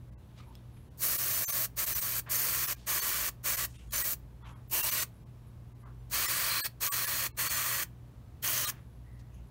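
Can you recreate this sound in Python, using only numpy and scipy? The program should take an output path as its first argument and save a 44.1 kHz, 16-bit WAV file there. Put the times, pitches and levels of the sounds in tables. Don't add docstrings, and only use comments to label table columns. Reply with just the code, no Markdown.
import sys
import numpy as np
from scipy import signal
from scipy.fft import rfft, irfft
from scipy.io import wavfile
from scipy.ndimage import uniform_filter1d

SR = 44100
rng = np.random.default_rng(int(sys.argv[2]) if len(sys.argv) > 2 else 0)


def rack_gain(trim_db):
    fader = np.asarray(trim_db, float)
    return 10 ** (fader / 20)


def dump(signal):
    limited = np.clip(np.atleast_2d(signal).T, -1, 1)
    pcm = np.round(limited * 32767).astype(np.int16)
    wavfile.write(sys.argv[1], SR, pcm)


N = 418950
TIME = np.arange(N) / SR
FREQ = np.arange(N // 2 + 1) * SR / N + 1e-9


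def level(x, db):
    return x * rack_gain(db) / np.sqrt(np.mean(x ** 2))


def colour(table):
    hz, db = np.transpose(table)
    return rack_gain(np.interp(np.log(FREQ), np.log(hz), db))


def hump(hz, width, order=1):
    return (1 + (2 * (FREQ - hz) / width) ** 2) ** (-order / 2)


def noise(gain):
    return irfft(rfft(rng.standard_normal(N)) * gain, N)


def walk(rate):
    hold = int(SR / rate)
    steps = np.repeat(rng.standard_normal(N // hold + 1), hold)
    smooth = uniform_filter1d(uniform_filter1d(steps, hold), hold)
    return 0.936 * smooth[:N]


def restless(gain, lo_hz, hi_hz, count, drift_db, flicker_db):
    edges = np.geomspace(lo_hz, hi_hz, num=count + 1)
    out = 0
    for low, high in zip(edges[:-1], edges[1:]):
        fade_in = np.clip((FREQ / low - .96) / 0.097, 0, 1)
        fade_out = np.clip((1.04 - FREQ / high) / 0.077, 0, 1)
        band = noise(gain * np.sqrt(fade_in * fade_out))
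        out = out + band * rack_gain(drift_db * walk(9) + flicker_db * walk(120))
    return level(out, 0)


def swell(start, length):
    u = np.clip((TIME - start) / length, 0, 1.5)
    return np.clip(u / .3, 0, 1) * np.clip(1.5 - u, 0, 1) ** 1.5


def ring(start, hz, db, t60):
    u = np.maximum(TIME - start, 0)
    return rack_gain(db) * np.sin(2 * np.pi * hz * u) * np.exp(-np.log(1000) * np.minimum(u / t60, 9))


# frequency in Hz, level in dB per Hz.
JET_COLOUR = [(1760, -38), (3000, -8), (3360, -8), (3610, -10), (4520, -2), (4850, -5.5), (6300, -1),
              (7580, -4), (8360, -1), (10200, -3.5), (11700, -4), (14900, 0.5), (15800, 0), (16300, -20)]
# frequency in Hz, level in dB per Hz.
ROAR_COLOUR = [(88, -42), (150, -13), (220, -14), (373, -8.5), (468, -12.5), (580, -9), (700, -9.5),
               (760, -13.5), (1150, 0.5), (1360, -1.5), (1760, -1), (2480, -3.5), (2700, -5), (3580, -6.5),
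               (4500, -8), (5850, -32), (9900, -120)]
# time in seconds, roar minus hiss in dB.
AIM = [(1.03, -12), (1.21, -11.5), (1.43, -11.5), (1.8, -10), (2.03, -11.5), (2.35, -10.5), (2.8, -5.5),
       (3.95, -7), (4.12, -13), (4.75, -12), (4.97, -7.5), (6.15, -4.5), (6.57, -1), (6.7, -5),
       (7.25, -4.5), (7.72, -2.5), (8.45, -8), (8.68, -6)]
# start in seconds, length in seconds, centre in Hz, width in Hz, level against the hiss in dB.
POCKETS = [(1.003, .7, 6150, 400, -25), (4.7, .4, 2830, 506, -14), (4.693, .2, 940, 250, -17),
           (4.897, .2, 2120, 600, -15.5), (2.0, .3, 1110, 300, -30), (6.09, .6, 4500, 1400, -8.5),
           (6.425, .3, 4440, 160, -8), (6.5, .13, 4120, 200, -6), (8.53, .2, 6160, 1800, -7),
           (4.864, 0.17, 4240, 1500, -10.5), (6.8, .5, 4320, 600, -12.5), (7.36, 0.46, 4330, 450, -12),
           (7.36, .5, 1790, 350, -15), (8.4, .35, 3050, 603, -11)]
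# time in seconds, peak level in dB, ringing pitch in Hz.
DROPLETS = [(1.5384, -41, 6210), (1.5874, -33, 5740), (1.6464, -24, 8180), (2.3564, -17, 6250),
            (3.9804, -17.5, 6280), (4.771, -21, 6000), (6.8658, -17, 6530), (7.2074, -31, 6980),
            (7.3941, -26, 6430), (8.4771, -14, 6230), (8.5774, -18, 6200)]


def airbrush():
    hiss_db, short_db = trigger()
    aim = np.interp(TIME, *np.transpose(AIM))
    jet, roar = colour(JET_COLOUR), colour(ROAR_COLOUR)
    air = restless(jet, 10500, 16300, count=4, drift_db=1.1, flicker_db=1.8)
    scattered = restless(jet, 3590, 10360, count=6, drift_db=-1.26, flicker_db=-0.5)
    air += rack_gain(-1.25 + 0.36 * aim) * scattered
    struck = restless(roar, 826, 3595, count=6, drift_db=-0.5, flicker_db=-0.6)
    air += rack_gain(aim + 0.27 * short_db) * struck
    buffet = restless(roar, 194, 796, count=3, drift_db=1.5, flicker_db=0.6)
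    air += rack_gain(-17 + 0.34 * aim) * buffet
    for start, length, hz, width, db in POCKETS:
        pocket = level(noise(hump(hz, width, order=2)), db)
        air += pocket * (TIME > start) * (TIME < start + length)
    air *= rack_gain(hiss_db - 0.24 * aim + 1.2 * walk(700))
    return air + sum(ring(start, hz, db - 3.5, 0.0066) for start, db, hz in DROPLETS)


# valve open in seconds, time it took to crack open in seconds, let go in seconds.
PRESSES = [(1.008, .034, 1.655), (1.770, .011, 2.197), (2.299, .009, 2.727), (2.869, .008, 3.290),
           (3.442, .012, 3.653), (3.922, .007, 4.136), (4.715, .019, 5.034), (6.119, .022, 6.665),
           (6.808, .008, 7.269), (7.375, .010, 7.833), (8.428, .008, 8.701)]
PRESS_DB = [-36, -37, -36, -36.5, -37, -37.5, -36, -36.5, -37, -37.5, -37]
# seconds after letting go, level in dB.
RELEASE = [
    (0, 0),
    (.011, -15),
    (.024, -27),
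]


def trigger():
    shut_db, knee_db = -32, -10
    surge_db, surge_s = 2.5, 0.1
    hiss_db, short_db = np.full(N, -200.), np.zeros(N)
    after_s, after_db = np.transpose(RELEASE)
    for (start, crack, stop), db in zip(PRESSES, PRESS_DB):
        full = start + 0.016 + 0.25 * crack
        on = slice(int((start - crack) * SR), int((stop + after_s[-1]) * SR))
        times = [start - crack, start, full, *(stop + after_s)]
        short_db[on] = np.interp(TIME[on], times, [shut_db, knee_db, 0, *after_db])
        surge = surge_db * np.exp(-np.maximum(TIME[on] - full, 0) / surge_s)
        hiss_db[on] = db + short_db[on] + surge
    return hiss_db, short_db


def clutter(x, count, near_ms, far_ms, db):
    lags = np.geomspace(near_ms, far_ms, num=count) * SR / 1000
    place = np.arange(N)
    out = x
    for lag in lags:
        out = out + rack_gain(db) * np.interp(place - lag * (1 + .04 * walk(1.5)), place, x)
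    return out


def echo(x, t60, dull_hz, wet_db):
    u = np.arange(SR // 2) / SR
    fresh = rng.standard_normal(len(u))
    low = signal.sosfilt(signal.butter(2, dull_hz, fs=SR, output="sos"), fresh)
    tail = (low + .5 * (fresh - low)) * np.exp(-np.log(1000) * u / t60)
    return rack_gain(wet_db) * signal.fftconvolve(x, tail / np.sqrt(np.sum(tail ** 2)))[:N]


# start in seconds, length in seconds, level
# in dB, centre in Hz, width in Hz.
RUSTLES = [(.05, 0.97, -79.5, 3200, 2700), (8.75, .4, -83, 11100, 300), (4.423, 0.039, -65, 1400, 1000),
           (0.352, 0.087, -63.5, 2778, 6000), (0.39, .05, -65, 1240, 250), (0.37, 0.095, -69, 2310, 300),
           (0.459, 0.067, -60, 950, 200), (0.511, 0.11, -73, 3500, 2160), (.765, 0.018, -66, 1800, 3000),
           (2.257, 0.057, -50.5, 1481, 1900), (2.74, 0.18, -63, 3780, 7560),
           (3.64, 0.22, -65.5, 7000, 7560), (3.72, 0.12, -62.5, 2750, 1200),
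           (4.396, 0.19, -56.5, 1100, 850), (4.43, 0.089, -59.5, 2600, 2000), (4.457, .07, -70, 6500, 3000),
           (5.82, 0.095, -58.5, 1140, 700), (8.68, 0.13, -60, 1389, 2500), (9.02, 0.29, -73, 1950, 260),
           (9.185, 0.034, -69, 5000, 7560), (9.316, 0.078, -72, 6440, 1000), (9.31, 0.1, -68.5, 2685, 800)]
# start in seconds, length in seconds, level in dB.
WHISTLES = [
    (0.455, 0.059, -76),
    (0.705, .16, -74),
    (5.115, 0.092, -76),
    (5.46, .05, -75),
    (5.788, .05, -76),
    (4.44, 0.17, -75),
    (8.8, .04, -79),
    (9.12, .05, -76),
    (9.33, .05, -75),
    (9.46, .04, -78),
]
# pitch in Hz, level in dB, time to fade by 60 dB in seconds.
TICK_MODES = [(3400, -11, 0.039), (5200, -8, 0.022), (8600, -18, .06), (6000, 8, 0.0007), (13500, 3, .002)]


def hands():
    grain = rack_gain(2.5 * walk(250) + 2.5 * walk(40))
    rustle = 0
    for start, length, db, hz, width in RUSTLES:
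        rustle = rustle + level(noise(hump(hz, width, order=2)), db) * swell(start, length)
    whistle = level(noise(hump(11300, 250, order=2) + 0.51 * hump(9900, 1200, order=2)), 0)
    whistle *= sum(rack_gain(db) * swell(start, length) for start, length, db in WHISTLES)
    tick_s, tick_db = .5535, -46
    tick = sum(ring(tick_s, hz, tick_db + db, t60) for hz, db, t60 in TICK_MODES)
    return rustle * grain + whistle + tick


# frequency in Hz, level in dB per Hz.
ROOM_COLOUR = [(15, -54.5), (25, -32), (43, -9.5), (89, -7), (146, -11), (328, -23), (500, -28),
               (1020, -32.5), (1900, -41), (3500, -45.5), (4500, -47.5), (6500, -50.5), (9000, -51.5),
               (12500, -51), (16300, -52)]
# time in seconds, level in dB.
SHAFT_HUM = [(0.0, -65), (0.1, -52), (0.9, -57.5), (0.98, -57), (1.69, -60), (1.96, -44), (2.04, -56.5),
             (3.81, -54.5), (3.86, -46.5), (4.15, -57), (4.23, -47), (5.26, -61.5), (6.16, -48), (6.4, -62),
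             (6.43, -60.5), (8.6, -56.5), (9.45, -48.5), (9.5, -64)]


def room():
    shaft_db = np.interp(TIME, *np.transpose(SHAFT_HUM))
    buzz_db = -51.5 - 0.039 * (shaft_db - shaft_db.mean())
    shaft_hz = 58 + 3.0 * walk(6)
    buzz_hz = 120 + 0.58 * walk(6.5)
    shaft = np.sin(2 * np.pi * np.cumsum(shaft_hz) / SR) * rack_gain(shaft_db + 1.5 + 2.5 * walk(7.5))
    buzz = np.sin(2 * np.pi * np.cumsum(buzz_hz) / SR) * rack_gain(buzz_db + 2.0 * walk(3.48) + 2.5 * walk(15))
    leak = level(noise(hump(11100, 350, order=2)), -88) * rack_gain(3 * walk(2.5))
    rumble = level(noise(colour(ROOM_COLOUR)) * rack_gain(.5 * walk(3.5)), -54)
    return rumble + shaft + buzz + leak


def scene():
    near = clutter(airbrush(), count=7, near_ms=1.274, far_ms=6.0, db=-22.5)
    mono = near + echo(near, 0.18, 4600, -18.5) + hands() + room()
    return np.array([mono, mono])


# centre in seconds, then the
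# pitches left standing in Hz.
THIN_SPRAY = [(1.1755, 14039, 15363, 15116, 11090), (1.4528, 6180, 7299), (1.4741, 14007, 13189, 6266),
              (1.5168, 13802, 6319, 9388), (1.8581, 14500), (1.9435, 14104, 6029),
              (2.0075, 15428, 13953, 8300, 15202), (2.6688, 15180, 13748, 11229),
              (3.0101, 13113, 4446, 6298), (3.5648, 14028), (4.0341, 15396, 13953, 8250, 1937),
              (4.8235, 14890, 2756, 15137), (4.9088, 14847, 6126), (6.2741, 15590, 1981, 5350, 7159),
              (6.6155, 14384, 4155, 4511, 12295), (6.6368, 8301, 1701, 12037), (6.8928, 1136, 14305, 15594),
              (6.9141, 14287, 1141, 8279), (7.0635, 1722, 11057), (7.4901, 4468),
              (8.6635, 3800, 4155, 1205, 8505)]
# centre in seconds, then the pitches left standing in Hz.
THIN_PAUSE = [(0.1088, 1959), (0.1515, 2067, 1658), (0.1728, 1959, 1518, 2659), (0.8981, 1841, 2939),
              (2.7541, 1636, 2411), (3.7781, 2723, 3649, 9300), (3.9061, 3326, 6900, 10400),
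              (4.4395, 1937, 3434), (4.5461, 3251, 2196), (4.6955, 12693), (5.2501,), (5.7408, 2045),
              (5.8475, 1582, 2024), (7.3195, 2217, 2659, 4182), (7.3408, 2237, 1722)]


def thin_out(x):
    hop = 941
    n, k = np.arange(2 * hop), np.arange(hop)
    window = np.sin(np.pi * (n + .5) / (2 * hop))
    basis = np.cos(np.pi / hop * np.outer(k + .5, n + .5 + hop / 2)) * window
    out, end = x.copy(), 0
    for moments, over_db in ((THIN_SPRAY, 16.5), (THIN_PAUSE, 15.5)):
        for centre, *lines in moments:
            start = int(centre * SR) - hop
            start = end if abs(start - end) < 9 else start
            end = start + hop
            full = basis @ x[start:end + hop] * 2 / hop
            bar = rack_gain(over_db) * np.std(full[hop // 20:2 * hop // 3])
            kept = np.where(np.abs(full) > bar, full, 0)
            spots = [int(hz * 2 * hop / SR) for hz in lines]
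            kept[spots] = np.sign(full[spots]) * bar * rack_gain(0.5)
            out[start:end + hop] += (kept - full) @ basis
    return out


# centre in seconds, lowest Hz, highest Hz.
WIDE_MOMENTS = [(.755, 5200, 6300), (1.105, 4200, 5300), (1.36, 5200, 6400), (2.962, 4200, 5300),
                (2.962, 6900, 8300), (3.125, 14500, 15800), (3.961, 6300, 7600), (3.961, 14500, 15800),
                (4.982, 10300, 11800), (5.006, 5600, 7000), (5.215, 4200, 6300), (6.004, 6300, 8300),
                (6.004, 10300, 11800), (7.165, 4200, 5300), (7.212, 8900, 11100), (7.56, 5100, 9600),
                (7.56, 10300, 11800), (7.606, 13000, 14500), (7.746, 5100, 6400), (8.187, 7600, 9600),
                (8.28, 5700, 7000), (9.417, 8900, 11000), (9.417, 13800, 15200)]


def widen(x):
    side, size = np.zeros(N), 2048
    hz = np.arange(size // 2 + 1) * SR / size
    for centre, low, high in WIDE_MOMENTS:
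        start = int(centre * SR) - size // 2
        moment = slice(start, start + size)
        scramble = np.exp(2j * np.pi * rng.random(len(hz)))
        band = rfft(x[moment]) * (hz > low) * (hz < high) * scramble
        side[moment] += irfft(band) * signal.windows.cosine(size)
    return side * rack_gain(-2.5)


def top_cut(x):
    return signal.sosfilt(signal.butter(12, 16410, fs=SR, output="sos"), x)


# centre in Hz, width in Hz, change in dB.
PORT_DIPS = [(787, 43, -3.5), (1400, 56, -3), (3800, 250, 1), (5000, 300, -1), (7800, 310, -0.5),
             (10450, 360, -4.5)]


def record(dry):
    top = np.clip((15830 - FREQ) / 120, 0, 1)
    dips_db = sum(db * hump(hz, width, order=2) for hz, width, db in PORT_DIPS)
    port = rack_gain(dips_db + 0.53) * top
    mono = thin_out(irfft(rfft(dry[0]) * port, N))
    mix = mono + np.outer([1, -1], widen(mono))
    return top_cut(mix)


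dry = scene()
out = record(dry)
dump(out)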